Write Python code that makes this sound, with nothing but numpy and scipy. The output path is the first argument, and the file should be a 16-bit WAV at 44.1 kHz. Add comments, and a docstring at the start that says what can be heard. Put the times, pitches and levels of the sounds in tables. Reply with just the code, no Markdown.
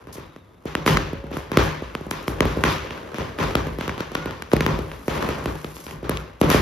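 """A ground firework on a street at night: charges burst one after another over the hiss and crackle of the jet.
Each burst is a band-limited shock that the recorder's filters smear into a falling chirp; after a short gap
the house fronts and parked cars send back a long echo, made of sparse taps. The jet is coloured noise with
sizzling showers of sparks; bright ticks, a low town wash and faint wavering tones lie around it.
Two microphone ports close together, then a limiter."""
import sys
import numpy as np
from scipy import signal
from scipy.fft import rfft, irfft, next_fast_len
from scipy.io import wavfile
from scipy.ndimage import uniform_filter1d, minimum_filter1d

SR = 44100
rng = np.random.default_rng(int(sys.argv[2]) if len(sys.argv) > 2 else 0)


def waveform_to_disk(signal):
    """Save audio, clipped to [-1, 1], as 16-bit WAV at the path in sys.argv[1]."""
    frames = np.transpose(np.atleast_2d(signal))
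    scaled = np.clip(frames, -1, 1) * 32767
    samples = np.round(scaled).astype(np.int16)
    wavfile.write(sys.argv[1], SR, samples)


def linear_from_db(decibels):
    """Turn decibels (scalar or array-like) into linear amplitude factors; 0 gives 1."""
    return 10 ** (np.asarray(decibels, float) / 20)


N = 291626
SIZE = next_fast_len(N + 2 * SR)  # room for echoes after the end
HZ = np.fft.rfftfreq(SIZE, 1 / SR) + 1e-3  # never zero, so it can divide


def evened(x):
    """Scales to rms 1."""
    return x / np.std(x)


def patches(shape, bins):
    """Drifting random unevenness of rms 1, smooth over some frequency bins and eight time frames."""
    rough = rng.standard_normal(shape)
    return evened(uniform_filter1d(uniform_filter1d(rough, bins, axis=0), 8, axis=1))


def read(points, hz):
    """Reads a table by straight lines on a log-frequency axis."""
    f, value = np.transpose(points)
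    return np.interp(np.log(hz + 1), np.log(f + 1), value)


def band(low_hz, high_hz, db, steep=4):
    """Spectrum of a click limited to a band, peak at db; steep sets the fall above the band."""
    shape = 1 / np.sqrt((1 + (low_hz / HZ) ** 4) * (1 + (HZ / high_hz) ** steep))
    return linear_from_db(db) * shape / shape.mean()


def clicks(s, size):
    """Spectrum of single-sample clicks at times s."""
    train = np.zeros(SIZE)
    np.add.at(train, np.round(s * SR).astype(int), size)
    return rfft(train)


# how alike the two microphone ports hear: pitch_hz, likeness (0-1)
PORT_LIKENESS = [(90, .994), (290, .84), (520, .3), (1370, .3), (3000, .52), (6000, .55), (7600, .96)]
# phase by which the left port leads, negative where it trails: pitch_hz, lead_rad
PORT_LEAD = [(5000, 0), (8300, -np.pi), (11700, -2 * np.pi), (15100, -3 * np.pi)]
# tilt between the ports: pitch_hz, left_over_right_db
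PORT_TILT = [(100, 0.83), (3000, 1.7), (8000, 0.14)]


def ports(shared, apart):
    """Left and right spectra: the right port hears the shared field turned in phase, plus a field of its own."""
    same = np.clip(read(PORT_LIKENESS, HZ), 0, 1)
    lead = np.interp(HZ, *np.transpose(PORT_LEAD))
    right = same * shared * np.exp(-1j * lead) + np.sqrt(1 - same ** 2) * apart
    tilt = linear_from_db(read(PORT_TILT, HZ) / 2)
    return np.array([shared * tilt, right / tilt])


# showers of sparks: start_s, sizzle_db, hold_s
SPARKS = [(0.122, -38, 0.0047), (0.858, -29, 0.027), (1.335, -51, 0.073), (1.626, -38.5, 0.021),
          (2.104, -41, 0.016), (2.27, -40.5, 0.029), (2.45, -52, 0.26), (2.7, -41, .03), (3.38, -57, 0.38),
          (4.493, -53.5, 0.75), (5.06, -49, 0.099), (5.436, -49.5, 0.49), (5.748, -47, 0.14),
          (6.086, -52, 0.12), (6.401, -44, 0.12), (6.506, -29, 0.048)]
SHOWER_RISE_S, SHOWER_FADE_DB_PER_S, SMOULDER_DB = 0.0027, 244, -70


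def showers(t):
    """Level of the sizzle: each shower flares up, holds and fades over a faint smoulder."""
    start, db, hold = np.transpose(SPARKS)[:, :, None]
    rise = np.clip((t - start) / SHOWER_RISE_S, 0, 1)
    fade_db = SHOWER_FADE_DB_PER_S * np.maximum(t - start - hold, 0)
    shape = rise * linear_from_db(db - fade_db)
    return np.sqrt(linear_from_db(SMOULDER_DB) ** 2 + (shape ** 2).sum(0))


# roar of the burning jet, before its colour and common gain: start_s, level_db
JET = [(0, -41.5), (.62, -48), (.7, -43), (2.6, -28.5), (3.37, -31), (3.42, -17), (3.5, -20), (3.6, -33.5),
       (5.07, -39), (5.12, -22.5), (5.24, -15), (5.34, -20.5), (5.44, -28.5), (5.7, -42.5), (6.47, -43.5),
       (6.52, -21), (6.61, -27)]
# colour of the roar: pitch_hz, level_db
ROAR_COLOUR = [(60, -0.5), (300, -0.5), (550, 2.5), (750, -8), (1300, -14.5), (3000, -23), (6000, -30.5),
               (15000, -40)]
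# colour of the sizzle: pitch_hz, level_db
SIZZLE_COLOUR = [(1500, -13), (5000, 3.5), (13000, 2), (16000, -9)]
CRACKLES_PER_S, CRACKLE_SPREAD_DB, CRACKLE_DB = 200, 0.5, -1


def jet():
    """Turbulent roar and the sizzle of sparks, in drifting patches, with grains of powder snapping in them."""
    strength = linear_from_db(CRACKLE_SPREAD_DB * np.minimum(rng.exponential(1, N), 4))
    grains = (rng.random(N) < CRACKLES_PER_S / SR) * strength
    grains = signal.lfilter([1], [1, -.99], grains)  # each grain fizzes for a few milliseconds
    raw = rng.standard_normal((2, N)) * (1 + linear_from_db(CRACKLE_DB) * grains)
    hz, t, z = signal.stft(evened(raw), SR, nperseg=512)
    jet_db = 10.0 + np.interp(t, *np.transpose(JET))
    roar = linear_from_db(read(ROAR_COLOUR, hz)[:, None] + jet_db)
    sizzle = linear_from_db(read(SIZZLE_COLOUR, hz)[:, None]) * showers(t)
    z = z * np.hypot(roar, sizzle) * linear_from_db(0.39 * patches(z.shape[1:], 6))
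    noise = signal.istft(z, SR, nperseg=512)[1][:, :N]
    return irfft(ports(*rfft(noise, SIZE)), SIZE)


# colour of the far town: pitch_hz, level_db
TOWN_COLOUR = [(60, -3), (349, -10.5), (2050, -42), (4000, -63), (14000, -64)]
TOWN_DB = -46.5  # rms over both ports


def town():
    """Steady low wash of the far town, as coloured noise."""
    wash = rfft(rng.standard_normal((2, SIZE))) * linear_from_db(read(TOWN_COLOUR, HZ))
    return linear_from_db(TOWN_DB) * evened(irfft(ports(*wash), SIZE))


# colour of the street echo: pitch_hz, level_db
STREET_COLOUR = [(30, -14), (55, 5.5), (159, 0), (227, 3.5), (520, -0.5), (727, -7), (1200, -15),
                 (2800, -23), (6500, -31), (9000, -43), (13000, -41), (16000, -78)]
# time for the echo to die by 60 dB: pitch_hz, t60_s
STREET_DECAY = [(60, 0.86), (160, 0.4), (420, 0.58), (1100, 0.63), (2910, 0.71), (7680, 0.54)]
# porch resonances: pitch_hz, width_hz, level_db
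PORCH_MODES = [(62, 49, 6), (154, 8.4, 15.5), (376, 88, 3), (530, 7.5, 6.5)]
ECHO_GAP_S, NEAR_DB = .0125, -8  # walls answer after the gap, before it only kerb and cars
LUMPS_DB, SLAP_DB = 1.5, 1.6  # the echo comes in uneven patches; some walls slap back harder


def street():
    """One echo response: sparse reflections, weak until the walls answer, each band dying at its own speed."""
    taps = np.zeros((2, SR + SR // 2))
    slots = np.arange(60, taps.shape[1] - 10, 10)
    places = slots + rng.integers(0, 10, (2, len(slots)))
    slaps = linear_from_db(SLAP_DB * np.minimum(rng.exponential(1, len(slots)), 4))
    np.put_along_axis(taps, places, rng.standard_normal((2, len(slots))) * slaps, 1)
    hz, t, z = signal.stft(taps, SR, nperseg=512)
    lumps_db = LUMPS_DB * patches(z.shape[1:], 4) * np.minimum(hz / 600, 1)[:, None]  # smoother bass
    fall_db = 60 * t / read(STREET_DECAY, hz)[:, None]
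    tail = signal.istft(z * linear_from_db(lumps_db - fall_db), SR, nperseg=512)[1]
    age = np.arange(tail.shape[1]) / SR
    walls = 1 + 1.2 * np.exp(-age / 0.0058)  # the nearest walls are loudest
    tail *= np.where(age < ECHO_GAP_S, linear_from_db(NEAR_DB), walls)
    modes = np.prod([1 + (linear_from_db(db) - 1) / (1 + 2j * (HZ - f) / width) for f, width, db in PORCH_MODES], axis=0)
    both = rfft(tail, SIZE) * linear_from_db(read(STREET_COLOUR, HZ)) * modes
    middle = (HZ > 400) & (HZ < 3000)
    return ports(*both) / np.sqrt(np.mean(abs(both[:, middle]) ** 2))


# bursts and strong wall returns (at .876 and 2.649 s):
# start_s, thump_db, crack_db, echo_db, echo_treble_over_bass_db
BURSTS = [(0.07, -39.5, -27, 1, 0.5), (.154, -39.5, -29, 3, 11), (.181, -33.5, -37, -2.5, 1),
          (.361, -41, -29, -14, 2), (.654, -26, -30, 11, 12), (.751, -22.5, 0, 14.5, 3),
          (.862, -16.5, 1.5, 14.5, 40.5), (.876, -18, 5, 8.5, -33.5), (.97, -24, 5.5, 15, 4),
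          (1.13, -25.5, -33, -4.5, -24), (1.239, -33, -64, 0.5, -6), (1.313, -29.5, -63, 12, 4),
          (1.368, -25.5, -13, 6.5, 10), (1.516, -23, -9, 16, 7), (1.571, -9, 11, 28, 7),
          (1.821, -29.5, -61, 4, 12), (1.95, -28, -9.5, 6.5, 7.5), (2.009, -31.5, -42, -14, -2),
          (2.065, -30.5, -46, -12.5, -33), (2.111, -26, -2.5, 11, 16), (2.279, -20, -6, 13.5, -1.5),
          (2.405, -13.5, 8.5, 24, 0), (2.453, -17.5, -11, 3.5, 38), (2.503, -37, -28, -15, -11),
          (2.57, -22, -52, 10, -13), (2.637, -19, 8.5, 23, 20), (2.649, -18.5, -40, 8.5, -22.5),
          (2.906, -35.5, -12.5, 6.5, 13), (2.976, -44, -19, -8, 10), (3.143, -33.5, -16.5, -2, 37),
          (3.183, -27, -14, 16.5, 4.5), (3.386, -30, -11, 21.5, 7.5), (3.552, -14, 3.5, 20.5, 3.5),
          (3.668, -28.5, -18, 0.5, -24), (3.785, -27.5, -18, 0, 36), (3.809, -28, -9, 12, 9),
          (3.878, -27, -3.5, 13.5, 4.5), (3.893, -32, -9, -10, 12), (3.978, -31.5, -12.5, 9.5, 14),
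          (4.004, -25, -3, 6.5, 10), (4.117, -31.5, -17, 7, 12), (4.151, -26.5, 0.5, 14.5, 7.5),
          (4.257, -25.5, -10.5, 11.5, 2.5), (4.308, -36, -12.5, -3, 26), (4.421, -37.5, -9.5, -7.5, 28),
          (4.516, -37, -11, 13, 20.5), (4.533, -9.5, -3.5, 6, -31), (4.565, -21.5, -2, -13, -1),
          (4.606, -19.5, 1.5, 16.5, 12), (4.663, -17.5, 3.5, 21.5, 1), (4.788, -26, -16.5, 3, -18),
          (4.915, -38, -19, 5.5, 5), (5.08, -20.5, -8, 18.5, 11.5), (5.19, -32, -27, 2, 10),
          (5.288, -25, -10, 14, 11.5), (5.383, -33, -30, 5, 2), (5.457, -20.5, -11, 15, 0),
          (5.553, -37, -23, -5, 21), (5.644, -30, -12, 6.5, 6), (5.766, -42, -18, 1, 8),
          (5.865, -36, -16, 5.5, 14), (5.909, -40, -16, -4, -18), (6.028, -31, -72, 11, 1),
          (6.093, -19.5, -4.5, 17.5, 3.5), (6.171, -55, -3.5, -5.5, 7), (6.413, -9, 4, 25.5, -1.5),
          (6.491, -18, -30, 16, 33.5), (6.501, -22, 2, 10.5, 38.5), (6.513, -19, -8, 13, 34),
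          (6.544, -12, -21, 7.5, -37)]
STRAY_COUNT, STRAY_FROM_S = 28, .65  # small stray pops at random moments
STRAY_DB, STRAY_SPREAD_DB = (-43, -33, -18, 8), 4  # mean thump, crack, echo, treble over bass
GROUND_S, GROUND_DB = .0011, -10  # longest delay and level of the bounce off the road
WALL_S, WALL_DB = 0.021, -15  # a near wall throws the thump back, inverted
SPLINTER_S, TEAR_S = .002, .003  # a burst tears apart in several snaps and cracks over these times
SNAP = (10200, 9300, 10.3)  # low edge Hz, high edge Hz, dB
SNAP_FROM_THUMP, SNAP_UNDER_DB = 0.86, -12.5  # the snap follows mostly the thump, partly the crack


def bursts():
    """Shock, bounce off the road, and echo for each row and stray pop; six echo responses take turns."""
    stray_s = rng.uniform(STRAY_FROM_S, N / SR, STRAY_COUNT)
    stray_db = STRAY_DB + STRAY_SPREAD_DB * rng.standard_normal((STRAY_COUNT, 4))
    s, thump_db, crack_db, echo_db, tilt_db = np.r_[BURSTS, np.c_[stray_s, stray_db]].T
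    snap_db = SNAP_FROM_THUMP * thump_db + (1 - SNAP_FROM_THUMP) * crack_db + SNAP_UNDER_DB
    late, aside, *splinters = rng.random((len(s), 8)).T
    bounce = s + GROUND_S * np.sqrt(late)
    wall = clicks(s + WALL_S + SPLINTER_S * late, linear_from_db(thump_db + WALL_DB))
    snaps = sum(clicks(s + SPLINTER_S * u ** 2, linear_from_db(snap_db - 2.2 * u) * (-1) ** k)
                for k, u in enumerate(splinters))

    def shock(shift):
        """Thump with bounce and wall return, torn crack, and snaps; shift moves thump, bounce and crack."""
        thump = clicks(s + shift, linear_from_db(thump_db)) + clicks(bounce + shift, linear_from_db(thump_db + GROUND_DB)) - wall
        crack = clicks(s + shift, linear_from_db(crack_db))
        for u, v in zip(splinters[:3], splinters[3:]):
            crack = crack + clicks(s + shift + TEAR_S * u ** 2, linear_from_db(crack_db - 5) * np.cos(2 * np.pi * v))
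        return band(125, 560, 16, steep=10) * thump + band(1100, 2300, -3) * crack + band(*SNAP) * snaps

    out = ports(shock(0), shock(0.00028 * aside))
    low, high = 1 / (1 + (HZ / 1200) ** 2), 1 / (1 + (1200 / HZ) ** 2)
    for k in range(6):
        mine = slice(k, None, 6)
        dark = clicks(s[mine], linear_from_db((echo_db - tilt_db / 2)[mine]))
        bright = clicks(s[mine], linear_from_db((echo_db + tilt_db / 2)[mine]))
        out = out + (low * dark + high * bright) * street()
    return irfft(out, SIZE)


# bright ticks of flying splinters: start_s, snap_db
TICKS = [(0.13, -43), (1.372, -34), (2.109, -22), (2.227, -38), (2.24, -46), (2.28, -26.5), (3.386, -41),
         (4.148, -34), (4.421, -34.5), (5.287, -36), (6.094, -22), (6.5, -14.5)]


def ticks():
    """Flying splinters: six snaps of alternating sign within two milliseconds, without echo."""
    s, db = np.transpose(TICKS)
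    snaps = sum(clicks(s + SPLINTER_S * u ** 2, linear_from_db(db) * (-1) ** k)
                for k, u in enumerate(rng.random((len(TICKS), 6)).T))
    return irfft(ports(band(*SNAP) * snaps, band(*SNAP) * snaps), SIZE)


def tone(start, end, hz, db, waver_hz):
    """A held sine whose pitch wavers quickly, by waver_hz rms."""
    t = np.arange(SIZE) / SR
    swell = np.clip(np.minimum(t - start, end - t) / 0.011, 0, 1)
    waver = waver_hz * evened(uniform_filter1d(rng.standard_normal(SIZE), size=SR // 200))
    return linear_from_db(db) * swell * np.sin(2 * np.pi * np.cumsum(hz + waver) / SR)


# faint wavering tones: start_s, end_s, pitch_hz, level_db, waver_hz
TONES = [(1.12, 1.33, 552, -37, 4), (.22, .43, 3750, -65, 100), (.25, .6, 3580, -70, 200),
         (4.155, 4.31, 1450, -41, 30)]


def tones():
    """Faint tones that come and go, alike at both ports."""
    return sum(tone(*row) for row in TONES)


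def scene():
    """All sources at the microphone ports."""
    return (jet() + town() + bursts() + ticks() + tones())[:, :N]


def top_cut(x):
    """Nothing passes above the cut-off."""
    return signal.sosfilt(signal.butter(12, 14860, fs=SR, output="sos"), x)


# colour of the microphone: pitch_hz, level_db
MIC_COLOUR = [(520, -4.5), (720, -5), (1050, 5), (1700, 2), (2600, 1.5), (4500, -1.5)]


def record(dry):
    """A chain of crossover filters delays the bass into a falling chirp; colour, low cut, limiter."""
    turn = np.pi + 14 * np.arctan(180 / HZ) - 2 * np.pi * HZ * .0013  # inverted, bass late, 1.3 ms shift
    low_cut = 1 / np.sqrt(1 + (48 / HZ) ** 8)
    spectrum = rfft(dry, SIZE) * linear_from_db(read(MIC_COLOUR, HZ)) * np.exp(1j * turn) * low_cut
    x = irfft(spectrum, SIZE)[:, :N]
    peak_db = 20 * np.log10(abs(x).max(0) + 1e-9)
    fall = np.arange(N) * 120.0 / SR  # the peak reading falls back at 120 dB a second
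    held_peak_db = np.maximum.accumulate(peak_db + fall) - fall
    over_db = np.maximum(held_peak_db + 15.0, 0)
    gain_db = 0.12 * minimum_filter1d(-uniform_filter1d(over_db, 20), 40)  # looks under a millisecond ahead
    return top_cut(np.clip(x * linear_from_db(gain_db), -.86, .86))


dry = scene()
out = record(dry)
waveform_to_disk(out)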